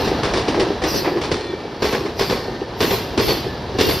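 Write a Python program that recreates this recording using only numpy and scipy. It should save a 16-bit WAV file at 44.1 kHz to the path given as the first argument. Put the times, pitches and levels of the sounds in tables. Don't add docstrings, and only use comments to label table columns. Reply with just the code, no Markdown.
import sys
import numpy as np
from scipy import signal
from scipy.fft import rfft, irfft
from scipy.io import wavfile
from scipy.ndimage import map_coordinates

SR = 44100
rng = np.random.default_rng(int(sys.argv[2]) if len(sys.argv) > 2 else 0)


def waveform_to_disk(signal):
    frames = np.transpose(np.atleast_2d(signal))
    scaled = np.clip(frames, -1, 1) * 32767
    samples = np.round(scaled).astype(np.int16)
    wavfile.write(sys.argv[1], SR, samples)


N = 176400
T = np.arange(N) / SR
HZ = np.fft.rfftfreq(N, 1 / SR)
SLEEPER_HZ = 391

# frequency in Hz, relative level in dB.
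BOOM_SPECTRUM = [(200, -38.5), (330, 2.5), (395, 2.5), (480, -9)]
CLANK_SPECTRUM = [(200, -27.5), (550, 7), (800, 1), (1150, 0), (1400, -9.5), (2000, -4), (2500, -7),
                  (4000, -37)]
CRASH_SPECTRUM = [(600, 4.5), (2700, 3), (5300, 3.5), (6500, -9), (8000, -3.5), (12000, -26.5),
                  (15500, -29)]


def amp(db):
    return 10 ** (np.asarray(db) / 20)


def unit(x):
    return x / np.sqrt(np.mean(x ** 2) + 1e-20)


def spectrum(points):
    hz, db = np.transpose(points)
    return amp(np.interp(np.log(HZ + 1), np.log(hz + 1), db)) / np.maximum(HZ / hz[-1], 1) ** 4


def level(points):
    return amp(np.interp(T, *np.transpose(points)))


def wander(rate_hz):
    return unit(irfft(rfft(rng.standard_normal(N)) / (1 + (HZ / rate_hz) ** 4), N))


def noise(points, ring_db=0, spacing_hz=60):
    smoothing = np.exp(-(np.arange(len(HZ)) * spacing_hz / SR) ** 2)
    ripple = unit(irfft(rfft(rng.standard_normal(N)) * smoothing, N))[:len(HZ)]
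    resonances = amp(ring_db * np.clip(ripple, -2, 2))
    return unit(irfft(rfft(rng.standard_normal((2, N))) * spectrum(points) * resonances, N))


def blows(times_s, levels_db, fade_s, tail_db=-np.inf, tail_s=1, rise_s=0.0037):
    power = np.zeros(N)
    for at_s, db in zip(times_s, levels_db):
        start = max(int((at_s - rise_s / 2) * SR), 0)
        t = T[:N - start][:SR]
        shape = np.minimum(t / rise_s, 1) * (np.exp(-t / fade_s) + amp(tail_db) * np.exp(-t / tail_s))
        power[start:start + len(t)] += (amp(db) * shape) ** 2
    return np.sqrt(power)


def sleeper(times_s, levels_db, pitches_hz):
    # multiple of the knock pitch, relative level in dB, t60 in seconds.
    modes = [(0.762, -8, 0.085), (1, 1, 0.071), (1.25, -7.5, 0.091), (1.95, -9.5, 0.065)]
    out, t = np.zeros(N + SR), T[:SR // 4]
    pitches_hz = pitches_hz * np.ones(len(times_s))
    detunes = 1 + 0.021 * rng.standard_normal((len(times_s), len(modes)))
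    for at_s, db, hz, detune in zip(times_s, levels_db, pitches_hz, detunes):
        start = max(int(at_s * SR), 0)
        for k, (ratio, mode_db, t60_s) in enumerate(modes):
            tone = (-1) ** k * np.sin(2 * np.pi * hz * ratio * detune[k] * t)
            out[start:start + len(t)] += tone * amp(db + mode_db - 60 * t / t60_s)
    return np.array([out[:N], np.roll(out[:N], SR // 200)])


def doppler(source, nearest_s, speed_m_per_s=24, distance_m=4.3):
    emitted_s = T - np.hypot(distance_m, speed_m_per_s * (T - nearest_s)) / 343
    near = abs(T - nearest_s) < .5
    positions = emitted_s[near] * SR % (N - 1)
    out = np.zeros((2, N))
    for channel in range(2):
        out[channel, near] = map_coordinates(source[channel], [positions], order=3, mode="wrap")
    return out


def rolling():
    # frequency in Hz, relative level in dB.
    rumble_spectrum = [(15, -41), (48, -5.5), (105, -3.5), (200, -10.5), (1000, -50.5)]
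    roar_spectrum = [(70, -32), (145, -11.5), (220, -8.5), (390, -3), (600, -11.5), (850, -12), (1350, -20),
                     (1800, -17.5), (2200, -25), (5000, -24), (6500, -38.5), (9500, -40.5), (16000, -54.5)]
    # time in seconds, relative level in dB.
    rumble_levels = [(0, -27), (.6, -32), (1.2, -38), (1.75, -39), (2.5, -35), (2.7, -36.5), (3.4, -31.5),
                     (4, -31.5)]
    roar_levels = [(0, -19), (.68, -20.5), (.79, -24), (.9, -22), (1.12, -23), (1.4, -26.5), (1.75, -27.5),
                   (2.0, -25.5), (2.15, -27), (4, -25.5)]
    rumble = noise(rumble_spectrum) * level(rumble_levels) * amp(wander(38))
    roar = noise(roar_spectrum, ring_db=1.5, spacing_hz=70)
    roar *= amp(-3.5 + 0.73 * wander(21) + 0.8 * wander(190))
    boom = noise(BOOM_SPECTRUM) * amp(-9 + 4.9 * wander(5.7))
    return rumble + (roar + boom) * level(roar_levels)


def far_knocks():
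    # start in seconds, relative level in dB.
    hits = [(0.115, -18), (0.703, -16.5), (1.117, -21.5), (1.534, -27), (1.65, -27.5), (2.481, -22.5),
            (2.615, -23.5), (3.464, -23.5)]
    at_s, db = np.transpose(hits)
    return sleeper(at_s, db + 7, SLEEPER_HZ) + noise(BOOM_SPECTRUM) * blows(at_s, db - 10, fade_s=0.03)


def draughts(width_s=0.034):
    # peak time in seconds, level in dB.
    gusts = [(0.97, -30), (2.92, -35), (3.27, -26.5), (3.88, -25.5)]
    # frequency in Hz, relative level in dB.
    gust_spectrum = [(30, -22.5), (120, -3.5), (420, 0), (1200, -15)]
    swell = sum(amp(db) / (1 + ((T - peak_s) / width_s) ** 2) ** 0.85 for peak_s, db in gusts)
    return noise(gust_spectrum)[0] * swell * np.array([[1], [-1]])


def gear_knocks():
    # start in seconds, then relative clank, knock and crash levels in dB.
    hits = [(0.046, -24, -19, -23), (0.074, -9.5, -14.5, -22), (0.373, -20, -17, -18.5),
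            (0.482, -15, -11.5, -20), (0.544, -9.5, -16.5, -28), (0.597, -11, -18, -16.5),
            (0.837, -8.5, -16.5, -18), (1.045, -4.5, -21, -32), (1.073, -9.5, -13.5, -50),
            (1.17, -13, -16.5, -34), (2.058, -14, -22, -31.5)]
    # frequency in Hz, relative level in dB.
    thud_spectrum = [(80, -15), (150, 0.5), (320, 12.5), (600, -21.5)]
    at_s, clank_db, knock_db, crash_db = np.transpose(hits)
    thud = noise(thud_spectrum) * blows(at_s, knock_db - 9.5, fade_s=0.032)
    clank = noise(CLANK_SPECTRUM) * blows(at_s, clank_db - 14, fade_s=0.032, tail_db=-16.5, tail_s=0.037)
    crash = noise(CRASH_SPECTRUM, ring_db=-2.5, spacing_hz=50)
    crash *= blows(at_s, crash_db - 2.5, fade_s=0.031)
    return thud + sleeper(at_s, knock_db, SLEEPER_HZ) + (clank + crash) * amp(1.56 * wander(250))


def wheels():
    # time when nearest and time spent abreast in seconds, hiss and ring levels in dB.
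    bogies = [(-0.05, 0.093, -34, -29), (0.934, 0.1, -28, -28.5), (1.883, 0.087, -35, -31.5),
              (2.261, .14, -36, -31.5), (2.885, 0.14, -27, -28.5), (3.276, 0.11, -27.5, -27),
              (3.882, 0.14, -28, -27)]
    # frequency in Hz, relative level in dB.
    hiss_spectrum = [(1500, -29), (3500, -17), (5000, -7), (6800, 1.5), (10500, -6), (11600, 10.5),
                     (13600, 9.5), (14500, -6), (16000, 12)]
    ring_spectrum = [(1500, -7), (2400, -1.5), (4500, 4.5), (5600, 1.5), (6800, -18), (15000, -8)]
    hiss_rise_db_per_s, hiss_fall_db_per_s = 596, 162
    ring_rise_db_per_s, ring_fall_db_per_s = 455, 78
    out = np.zeros((2, N))
    for nearest_s, abreast_s, hiss_db, ring_db in bogies:
        before_s = np.maximum(nearest_s - abreast_s / 2 - T, 0)
        after_s = np.maximum(T - nearest_s - abreast_s / 2, 0)
        hiss = doppler(noise(hiss_spectrum, ring_db=6, spacing_hz=170), nearest_s)
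        ring = doppler(noise(ring_spectrum, ring_db=6.5, spacing_hz=100), nearest_s)
        out += hiss * amp(hiss_db - hiss_rise_db_per_s * before_s - hiss_fall_db_per_s * after_s)
        out += ring * amp(ring_db - ring_rise_db_per_s * before_s - ring_fall_db_per_s * after_s)
    return out


def squeals(slide_share=.026, flutter_share=.0085):
    # peak time in seconds, centre pitch in Hz, level in dB, swell time in seconds.
    tones = [(0.899, 5730, -30, .025), (0.974, 5880, -28.5, .018), (0.975, 5080, -29, .022),
             (0.985, 4330, -28, .02), (0.99, 12450, -31, .018), (1.192, 1720, -39.5, .06),
             (1.45, 4170, -40, .05), (1.45, 1850, -40.5, .1), (1.49, 3490, -39, .04),
             (1.53, 2330, -42.5, .12), (2.43, 4350, -43, .04), (2.53, 1810, -40, .1),
             (2.91, 13900, -26, .02), (2.93, 12050, -28, .02), (3.28, 11430, -30, .025),
             (3.308, 4460, -22, .022), (3.34, 5190, -43, .04), (3.519, 1720, -36, .028),
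             (3.85, 2790, -31, .035), (3.88, 13650, -28, .028), (3.899, 4570, -33, .05),
             (3.919, 11500, -26, .025), (3.96, 5200, -50, .022)]
    out = np.zeros((2, N))
    flutter, shimmer = wander(130), wander(70)
    for (peak_s, hz, db, swell_s), shift in zip(tones, rng.integers(0, N, len(tones))):
        age = (T - peak_s) / swell_s
        near = abs(age) < 10
        slide = slide_share * np.tanh(age[near] / 2)
        pitch_hz = hz * (1 - slide + flutter_share * np.roll(flutter, shift)[near])
        phase = 2 * np.pi * np.cumsum(pitch_hz) / SR
        swell = amp(db + 2.5 * np.roll(shimmer, shift)[near]) / np.cosh(age[near])
        out[:, near] += swell * np.array([np.sin(phase), np.cos(phase)])
    return out


def clacks(landing_s=0.022, spread_s=0.00624, trailing_db=-5):
    # start in seconds, relative clank, knock and crash levels in dB, knock pitch in Hz.
    axles = [(0.232, -15.5, -22, -24, 423), (0.337, -14.5, -16.5, -22, 336), (0.819, -17, -20, -28, 406),
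             (0.942, -36, -17.5, -25, 444), (1.213, -19.5, -22, -25.5, 455), (1.315, -21.5, -15, -22, 436),
             (1.822, -15, -14, -22, 425), (1.926, -14, -15.5, -24.5, 434), (2.194, -17, -15.5, -21.5, 447),
             (2.297, -15, -13.5, -22.5, 389), (2.805, -15, -11.5, -19, 387),
             (2.908, -14.5, -13, -22.5, 389), (3.176, -16, -12.5, -19.5, 320),
             (3.283, -15, -15, -20.5, 393), (3.786, -16.5, -10.5, -16.5, 369),
             (3.889, -15, -14.5, -23, 400)]
    # frequency in Hz, relative level in dB.
    thump_spectrum = [(20, -23.5), (50, -8.5), (105, -3.5), (180, -7.5), (260, -7), (800, -63)]
    knock_spectrum = [(100, -44.5), (220, -14.5), (410, 3), (510, -3), (600, -21), (900, -45)]
    strike_s, clank_db, knock_db, crash_db, pitch_hz = np.transpose(axles)
    hits_s = np.r_[strike_s, strike_s + landing_s + spread_s * rng.uniform(-1, 1, len(axles))]
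    softer_db = trailing_db * (np.arange(len(axles)) % 2)

    def hits_db(db, strike_db, landing_db):
        return np.r_[db + strike_db, db + landing_db + softer_db]

    thump = noise(thump_spectrum)
    thump *= blows(strike_s, knock_db - 11, fade_s=0.067, tail_db=-14.5, tail_s=0.15)
    knock = noise(knock_spectrum) * blows(hits_s, hits_db(knock_db, -6, -3), fade_s=0.038)
    ring = sleeper(hits_s, hits_db(knock_db, 0, -3), np.tile(pitch_hz, 2))
    clank = noise(CLANK_SPECTRUM, ring_db=2, spacing_hz=60)
    clank *= blows(hits_s, hits_db(clank_db, -9, -10), fade_s=0.029, tail_db=-8, tail_s=0.11)
    crash = noise(CRASH_SPECTRUM, ring_db=2, spacing_hz=70)
    crash *= blows(hits_s, hits_db(crash_db, -2, -3.5), fade_s=0.021, tail_db=-7, tail_s=0.11)
    return thump + knock + ring + (clank + crash) * amp(1.62 * wander(180))


def scene():
    # frequency in Hz, side gain over mid in dB.
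    side_over_mid = [(70, -39.5), (160, -28), (800, -19), (2400, -7.5), (4400, -15), (6100, -12.5),
                     (8500, 31), (10300, 26), (11500, 6), (13000, 2), (15000, 25)]
    train = rolling() + clacks() + gear_knocks() + far_knocks() + wheels() + squeals()
    width = spectrum(side_over_mid)
    gains = np.array([np.ones(len(HZ)), width]) / np.hypot(1, width)
    mid, side = irfft(rfft(train) * gains, N)
    return np.array([mid + side, mid - side]) + draughts()


def record(dry, ceiling=.8, cutoff_hz=15700):
    rounded = dry / (1 + (dry / ceiling) ** 4) ** (1 / 4)
    lowpass = signal.firwin(511, cutoff_hz, window=("kaiser", 9), fs=SR)
    return signal.oaconvolve(rounded, lowpass[None], "same")


dry = scene()
out = record(dry)
waveform_to_disk(out)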